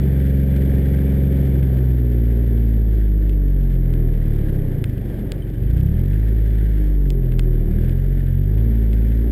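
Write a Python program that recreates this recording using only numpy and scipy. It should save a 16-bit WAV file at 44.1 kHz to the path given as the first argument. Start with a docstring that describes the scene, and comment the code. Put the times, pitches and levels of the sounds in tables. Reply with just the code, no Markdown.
"""Diesel utility vehicle on a wet track

A three-cylinder diesel slows to idle and pulls away again, heard by a small sealed camera on its flank.
Firing orders boom through body and pipe as sines, uneven cylinders add thirds between them as filtered pulses,
shaped noise makes rumble, clatter and rattle, short rings make grit ticks and a few metal pings.
The camera holds each 12 kHz sample four times, which mirrors the sound up high."""
import sys
import numpy as np
from scipy import signal
from scipy.fft import rfft, irfft, next_fast_len
from scipy.io import wavfile
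from scipy.ndimage import uniform_filter1d

SR = 44100
rng = np.random.default_rng(int(sys.argv[2]) if len(sys.argv) > 2 else 0)


def wav_record(signal):
    """Record a signal, one row per channel, as 16-bit PCM in the file named by sys.argv[1]."""
    frames = np.transpose(np.atleast_2d(signal))
    bounded = np.clip(frames, -1, 1)
    # unit amplitude maps onto the largest positive 16-bit level
    quanta = np.round(bounded * 32767).astype(np.int16)
    wavfile.write(sys.argv[1], SR, quanta)


def volts_from_db(level):
    """Convert decibel levels to linear amplitude ratios."""
    exponent = np.asarray(level, float) / 20
    return 10 ** exponent


N = 410571

# Relative push of the three cylinders against their mean, in firing order.
CYLINDER_PUSH = [1.0, -.3, -.7]


def colour(x, points):
    """Filter by (Hz, dB) points, joined on a log axis; rms 1."""
    hz, db = np.transpose(points)
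    size = next_fast_len(len(x) + SR)
    at = np.log(np.arange(size // 2 + 1) * SR / size + 1)
    gain = volts_from_db(np.interp(at, np.log(hz), db))
    y = irfft(rfft(x, size) * gain, size)[:len(x)]
    return y / np.std(y)


def walk(rate):
    """Random levels held 1 / rate s and slewed twice; spread 1."""
    k = int(SR / rate)
    held = np.repeat(rng.standard_normal(N // k + 1), k)
    y = uniform_filter1d(uniform_filter1d(held, k), k)[:N]
    return y / np.std(y)


def curves(table):
    """Columns of a table whose first column is seconds, one value a sample."""
    s, *columns = np.transpose(table)
    return [np.interp(np.arange(N) / SR, s, c) for c in columns]


def on_log(hz, table):
    """Columns of a table whose first column is Hz, read on a log axis."""
    at, *columns = np.transpose(table)
    return [np.interp(np.log(hz), np.log(at), c) for c in columns]


def sways(rows):
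    """Sum of smooth bumps in dB."""
    t = np.arange(N) / SR
    return sum(db * np.exp(-((t - s) / half) ** 2) for s, half, db in rows)


def orders(hz, turns, load):
    """Clean multiples of the firing rate, blurring as they rise; each pipe resonance passed turns the phase."""
    # Body and pipe, unloaded, as the first nine orders sweep through. Each row: frequency in Hz, level in dB.
    body = [(22.0, -45.5), (26.0, -24.0), (31.0, -10.5), (40.0, -8), (52.0, -14.5), (64.0, -19),
            (75.0, -25), (92.0, -26.5), (110.0, -8.5), (127.0, -6), (150.0, -15.5), (170.0, -22),
            (190.0, -23), (208.0, -15.5), (230.0, -9), (258.0, -13), (280.0, -2), (305.0, -1.5),
            (337.0, -16), (360.0, -10), (385.0, -13.5), (410.0, -8.5), (450.0, -17.5), (500.0, -19),
            (540.0, -10.5), (620.0, -30)]
    # Change of that response at full load. Each row: frequency in Hz, change in dB.
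    pull = [(22.0, -8), (32.0, -18), (45.0, -10.5), (60.0, 6), (75.0, 12), (92.0, 20), (115.0, -7),
            (140.0, 0.5), (165.0, 11), (190.0, 13.5), (220.0, -3.5), (260.0, -11), (300.0, -15),
            (360.0, -3.5), (450.0, -10), (620.0, 17.5)]
    # Body and pipe as heard by orders 10 and up. Each row: frequency in Hz, level in dB.
    upper = [(100, -30), (150, -30), (220, -64), (300, -47.5), (400, -63.5), (550, -61), (700, -67),
             (950, -73)]
    # Firing pulse shape, a row for each of orders 1 to 9: strength in dB at mid_hz,
    # change at full load in dB, change per octave of speed in dB.
    order_db = [(0.5, -2.5, 1), (-15.5, 10.5, 0), (-16.5, 6, 0.5), (-18.0, -1.0, -5), (-31.5, 15.5, -7.5),
                (-30.5, 2.5, -3), (-31, -2.5, -1), (-34, -2, -4.5), (-34, 3, -7.5)]
    # Single orders swell or fade for a moment, one list for each of orders 1 to 9.
    # Each row: centre in seconds, half length in seconds, change in dB.
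    order_sways = [
        [],
        [(1.7, 0.16, 1.5), (4.7, 0.11, -10), (5.68, 0.083, 5.5), (7.1, 0.27, -8.5), (7.8, 0.14, 3.5),
         (9.3, 0.14, -5.5)],
        [(5.15, .15, -7), (6.3, .1, -6), (8.95, 0.18, 2.5)],
        [(3.8, .2, 5.5), (5.3, 0.23, 2), (5.85, 0.1, 8), (6.4, 0.51, -5.5), (8.2, 0.31, -11.5), (8.7, .1, 3.5)],
        [(3.2, .2, -7), (4.5, .15, 5), (7.75, .12, 7)],
        [(8.0, .5, -8)],
        [(2.4, .2, 3.5), (4.95, .12, 6), (6.6, .3, -8), (9.25, 0.24, 6)],
        [(3.7, 0.33, -9.5), (4.3, .12, 4), (7.1, .12, 8), (7.75, .15, 8)],
        [(3.6, 0.22, -5), (7.45, .35, 9.5)],
    ]
    # Resonances that delay the orders near them. Each row: frequency in Hz, width in Hz, shift at full load in Hz.
    pipe_modes = [(28, 17, 20), (201, 6, -22), (247, 51, -64)]
    mid_hz = 45

    out = 0
    for k in range(1, 15):
        if k <= len(order_db):
            mid_db, load_db, octave_db = order_db[k - 1]
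            db = on_log(k * hz, body)[0] + mid_db
            db = db + octave_db * np.log2(hz / mid_hz)
            db = db + load * (on_log(k * hz, pull)[0] + load_db)
            db = db + sways(order_sways[k - 1])
        else:
            db = on_log(k * hz, upper)[0]
        lag = -2.8  # radians
        for mode_hz, width, shift in pipe_modes:
            lag = lag + np.arctan((k * hz - mode_hz - shift * load) / width)
        wander = 0.0035 * k * k * walk(20.0)
        level = np.sqrt(2) * volts_from_db(db + 0.2 * k * walk(18.0))
        out = out + level * np.cos(k * 2 * np.pi * turns - lag + wander)
    return out


def uneven_firings(hz, turns):
    """What each firing pushes above or below the mean (cylinder pattern plus chance), smeared by the frame."""
    # Body and pipe as heard by single uneven firings. Each row: frequency in Hz, relative level in dB per Hz.
    pipe = [(15, -43), (45, 1), (90, 1), (135, -7.5), (185, 5), (230, -2.5), (300, -12.5), (370, -15),
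            (450, -10.5), (520, -12.5), (600, -23), (700, -27), (840, -35), (1000, -60.5), (6000, -100)]
    at = np.flatnonzero(np.diff(np.floor(turns)))
    chance = 0.11 * rng.standard_normal(N // 100)[:len(at)]
    pulses = np.zeros(N)
    pulses[at] = np.resize(CYLINDER_PUSH, len(at)) + chance
    t = np.arange(SR // 10) / SR
    # a sweep falling from 900 Hz: the frame passes the highs first and lets the lows out late
    frame = np.cos(2 * np.pi * 900 * t * (1 - t / 0.06)) * (t < 0.03)
    pushes = signal.fftconvolve(pulses, frame)[:N]
    return colour(pushes / np.sqrt(hz), pipe)


def rumble(turns):
    """Noise of tyres and panels that shake in step with the firings and swell at random."""
    # Spectrum of the rumble. Each row: frequency in Hz, relative level in dB per Hz.
    rumble_bands = [(12, -11.5), (30, -14.5), (70, -1.5), (150, 0.5), (250, -6), (388, -2.5), (461, -13.5),
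                    (541, -15), (800, -27), (980, -34), (1300, -36.5), (1700, -66), (2800, -120)]
    shake = 1 + 0.089 * np.cos(2 * np.pi * turns)
    return colour(shake * volts_from_db(1.35 * walk(7.4)) * rng.standard_normal(N), rumble_bands)


def clatter(hz, turns, load):
    """Valve train hiss that peaks twice a firing, each beat its own size; under load each firing knocks sharply."""
    # Spectrum of the clatter. Each row: frequency in Hz, relative level in dB per Hz.
    clatter_bands = [(530, -28), (900, -7.5), (1010, -23), (1320, -11.5), (1590, -0.5), (1840, -0.5),
                     (2650, -14.5), (3080, -10.5), (3470, -12.5), (3970, -19), (6000, -23), (7800, -52),
                     (13200, -120)]
    knock_full_hz = 40  # firings knock fully below this rate and more faintly above it
    knock = load * np.minimum((knock_full_hz / hz) ** 2, 1)
    beat = 2 * turns
    size = volts_from_db(3.5 * rng.standard_normal((N // 100, 2)))
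    valves = size[beat.astype(int), 0] * np.exp(-(beat % 1) / 3.4)
    knocks = 8 * knock * size[turns.astype(int), 1] * np.exp(-(turns % 1) / 0.05)
    return colour((1.76 + 1.9 * valves + knocks) * rng.standard_normal(N), clatter_bands)


def rattle(turns):
    """Small metal parts chatter about three times a firing at uneven moments, loudest in a few bands."""
    # Spectrum of the rattle. Each row: frequency in Hz, relative level in dB per Hz.
    rattle_bands = [(1500, -33), (2000, -2), (2300, 7.5), (2650, -9), (3050, -3), (3250, -12.5), (3450, 2),
                    (3800, -16.5), (5000, -30)]
    jolts = np.diff(np.floor(3 * turns + 0.3 * walk(150.0)), prepend=0) != 0
    hits = uniform_filter1d(jolts * volts_from_db(3.2 * rng.standard_normal(N)), size=90)
    return colour((hits / np.std(hits) + 1.2) * rng.standard_normal(N), rattle_bands)


def ticks():
    """Each grain cracks and rings the housing, at its own spot; fine spray patters on between them."""
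    # Grit on the housing. Each row: start in seconds, peak in dB, brightness in dB.
    grit = [(0.9702, -40, -22), (1.3247, -35, -21), (1.63, -29, -16), (3.2947, -31, -13),
            (3.3309, -37, -12), (3.7549, -36.5, -13), (3.9384, -27.5, -6), (4.14, -38, -12),
            (4.566, -39, -18), (4.8415, -18, -11), (4.897, -35, -8), (4.981, -36, -8), (5.1505, -45, -23),
            (5.3197, -16, 6), (5.636, -36, -9), (5.712, -39, -10), (5.7464, -41, -17), (5.78, -36, -11),
            (5.811, -33, -10), (5.871, -38, -8), (5.9928, -36, -4), (6.039, -38, -8), (6.0594, -35, -11),
            (6.133, -32, -16), (7.0774, -40, 2), (7.1039, -21.5, -7), (7.233, -40, -40), (7.3213, -29, -17),
            (7.394, -14.5, -7), (7.8476, -33, -9), (7.895, -29.5, -5), (7.9884, -41, -15),
            (8.271, -37, -15), (8.5804, -37, -14), (8.9317, -27, -15), (9.0232, -37, -26),
            (9.1202, -34, -38), (9.174, -37, -5)]
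    # Housing modes. Each row: frequency in Hz, relative level in dB, time to fall 60 dB in seconds.
    housing = [(1030, -14.5, 0.0066), (1610, 1, 0.015), (2160, 1.5, 0.013), (2560, 3, 0.0089),
               (3050, 0.5, .007), (3430, 5, 0.0061), (4080, 4.5, .004), (4930, 10.5, 0.004),
               (5450, 0, 0.0032)]
    out, t = np.zeros(N + SR), np.arange(SR // 20) / SR
    spray = rng.random((3, 200))
    fine = np.transpose([spray[0] * N / SR, -47 + 8 * spray[1] ** 2, -8 + 6 * spray[2]])
    n = np.arange(160)
    for s, peak_db, bright_db in np.concatenate([grit, fine]):
        push = np.cos(n * 0.45 + 0.5 * rng.standard_normal(160)) * n * np.exp(-n / 5.0)
        push = rng.choice([-1, 1]) * push
        spot = 1 + 0.015 * rng.standard_normal(len(housing))
        ring = np.zeros(len(t))
        for (hz, db, t60), shift in zip(housing, spot):
            # brightness acts on the upper modes, fully from 4400 Hz
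            level = volts_from_db(db + np.clip((hz - 2400) / 2000, 0, 1) * bright_db)
            ring += level * np.sin(2 * np.pi * hz * shift * t) * np.exp(-np.log(1000) * t / t60)
        ring[0] = 6 * volts_from_db(bright_db)  # the bare crack
        tick = np.convolve(ring, push)
        out[int(s * SR):][:len(tick)] += volts_from_db(peak_db) * tick / np.abs(tick).max()
    return out[:N]


def pings(turns, count=6):
    """A loose part pings once an engine cycle as the engine leaves idle: one metal mode, fainter each time."""
    first_s, first_db, fade_db = 5.421, -50, 1.4
    ping_hz, t60_s, attack_s = 3080, 0.05, 0.0033
    out, t = np.zeros(N), np.arange(SR // 10) / SR
    ring = np.sin(2 * np.pi * ping_hz * t) * np.exp(-np.log(1000) * t / t60_s)
    ring = ring * np.minimum(t / attack_s, 1)
    cycles = np.arange(count)
    # one engine cycle is one firing of every cylinder
    at = np.searchsorted(turns, turns[int(first_s * SR)] + len(CYLINDER_PUSH) * cycles)
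    out[at] = volts_from_db(first_db - fade_db * cycles)
    flutter = volts_from_db(4 * walk(200.0))
    return signal.fftconvolve(out, ring / ring.max())[:N] * flutter


def scene():
    """Engine, ground rumble and grit at one microphone."""
    # The drive. Each row: time in seconds, firing rate in Hz, engine load from 0 to 1.
    drive = [(0.0, 67.83, 0.4), (0.28, 67.7, 0.43), (1.4, 68.05, 0.44), (1.82, 64.13, 0.23),
             (2.1, 59.73, 0), (2.24, 57.6, 0.23), (2.4, 58.5, 0), (2.8, 54.74, 0), (3.22, 50.67, 0.24),
             (3.64, 45.68, 0.35), (3.92, 41.56, 0.52), (4.34, 37.18, 0.58), (4.62, 32.53, 0.59),
             (4.9, 25.55, 0.58), (5.04, 23.65, 0.24), (5.53, 22.43, 0), (5.62, 24.1, 0.72),
             (5.88, 35.74, 0.96), (6.16, 52.28, 0.56), (6.26, 53.8, 0.23), (6.72, 52.47, 0.28),
             (7.0, 48.0, 0.27), (7.28, 42.1, 0.63), (7.42, 41.83, 0.42), (7.7, 37.98, 0.62),
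             (7.98, 44.82, 0.66), (8.12, 45.76, 0.42), (8.33, 44.2, 0.73), (8.61, 55.05, 0.54),
             (8.68, 56.36, 0.0), (8.92, 53.75, 0), (9.31, 57.1, 0.06)]
    # Noise layers against engine speed. Each row: firing rate in Hz, uneven firings in dB,
    # rumble in dB, clatter in dB, fast rattle in dB.
    by_speed = [(21.97, -35, -32, -53.5, -65), (29.684, -31, -30.5, -53, -66),
                (38.5, -34, -31.5, -53.5, -64.5), (47.17, -38.5, -34, -53.5, -71.5),
                (53.72, -36, -34, -52, -64.5), (60.8, -35, -30.5, -49.5, -65), (66.9, -26.5, -30, -49, -58)]
    # Slow swells as the ground changes. Each row: time in seconds, rumble and uneven firings in dB,
    # clatter and rattle in dB.
    swell = [(0, -0.5, 0.5), (1, 1.6, 0.9), (1.45, 0.5, 0.3), (1.75, -1, -2), (2.5, 2.2, -0.3),
             (3.4, 0, -2), (4, .1, 0.3), (4.5, 2, 2.5), (4.95, -2, -0.5), (5.2, 3.5, 2), (5.45, -1, -1),
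             (6, 0.5, 0.6), (6.3, 2, 0.5), (6.8, -0.2, 3.5), (7.05, -0.5, -2), (7.4, 0, -0.5), (7.8, 3, 2),
             (8.1, -0.5, -0.5), (8.6, 0.3, -0.9), (9, 1.6, 0.5), (9.31, 2, -1)]
    uneven_load_db, rumble_load_db = -1.5, 1  # added at full load

    hz, load = curves(drive)
    load = np.clip(load, 0, 1)
    uneven_db, rumble_db, clatter_db, rattle_db = on_log(hz, by_speed)
    hz = hz * (1 + 0.002 * walk(6.0))  # the governor lets the speed waver
    turns = np.cumsum(hz) / SR  # firings so far
    low_db, high_db = curves(swell)

    low = volts_from_db(uneven_db + uneven_load_db * load) * uneven_firings(hz, turns)
    low = low + volts_from_db(rumble_db + rumble_load_db * load) * rumble(turns)
    high = volts_from_db(clatter_db) * clatter(hz, turns, load) + volts_from_db(rattle_db) * rattle(turns)
    mix = orders(hz, turns, load) + volts_from_db(low_db) * low
    mix = mix + volts_from_db(high_db + 0.67 * walk(9.0)) * high
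    return (mix + ticks() + pings(turns))[None]


def roll_off(x):
    """The treble ends steeply here."""
    return signal.sosfilt(signal.butter(12, 16520, fs=SR, output="sos"), x)


def record(dry):
    """Sampled at 12 kHz, each value repeated four times: the steps mirror the sound around multiples of 12 kHz."""
    hold_hz, top_hz = 12000, 15900
    slow = signal.resample_poly(dry, hold_hz // 300, SR // 300, axis=1, padtype="line")
    held = np.repeat(slow, 4, axis=1)
    steps = signal.resample_poly(held, SR // 300, 4 * hold_hz // 300, axis=1, padtype="line")[:, :N]
    low_pass = signal.ellip(8, 0.2, 70, top_hz, fs=SR, output="sos")
    return roll_off(signal.sosfilt(low_pass, steps))


dry = scene()
out = record(dry)
wav_record(out)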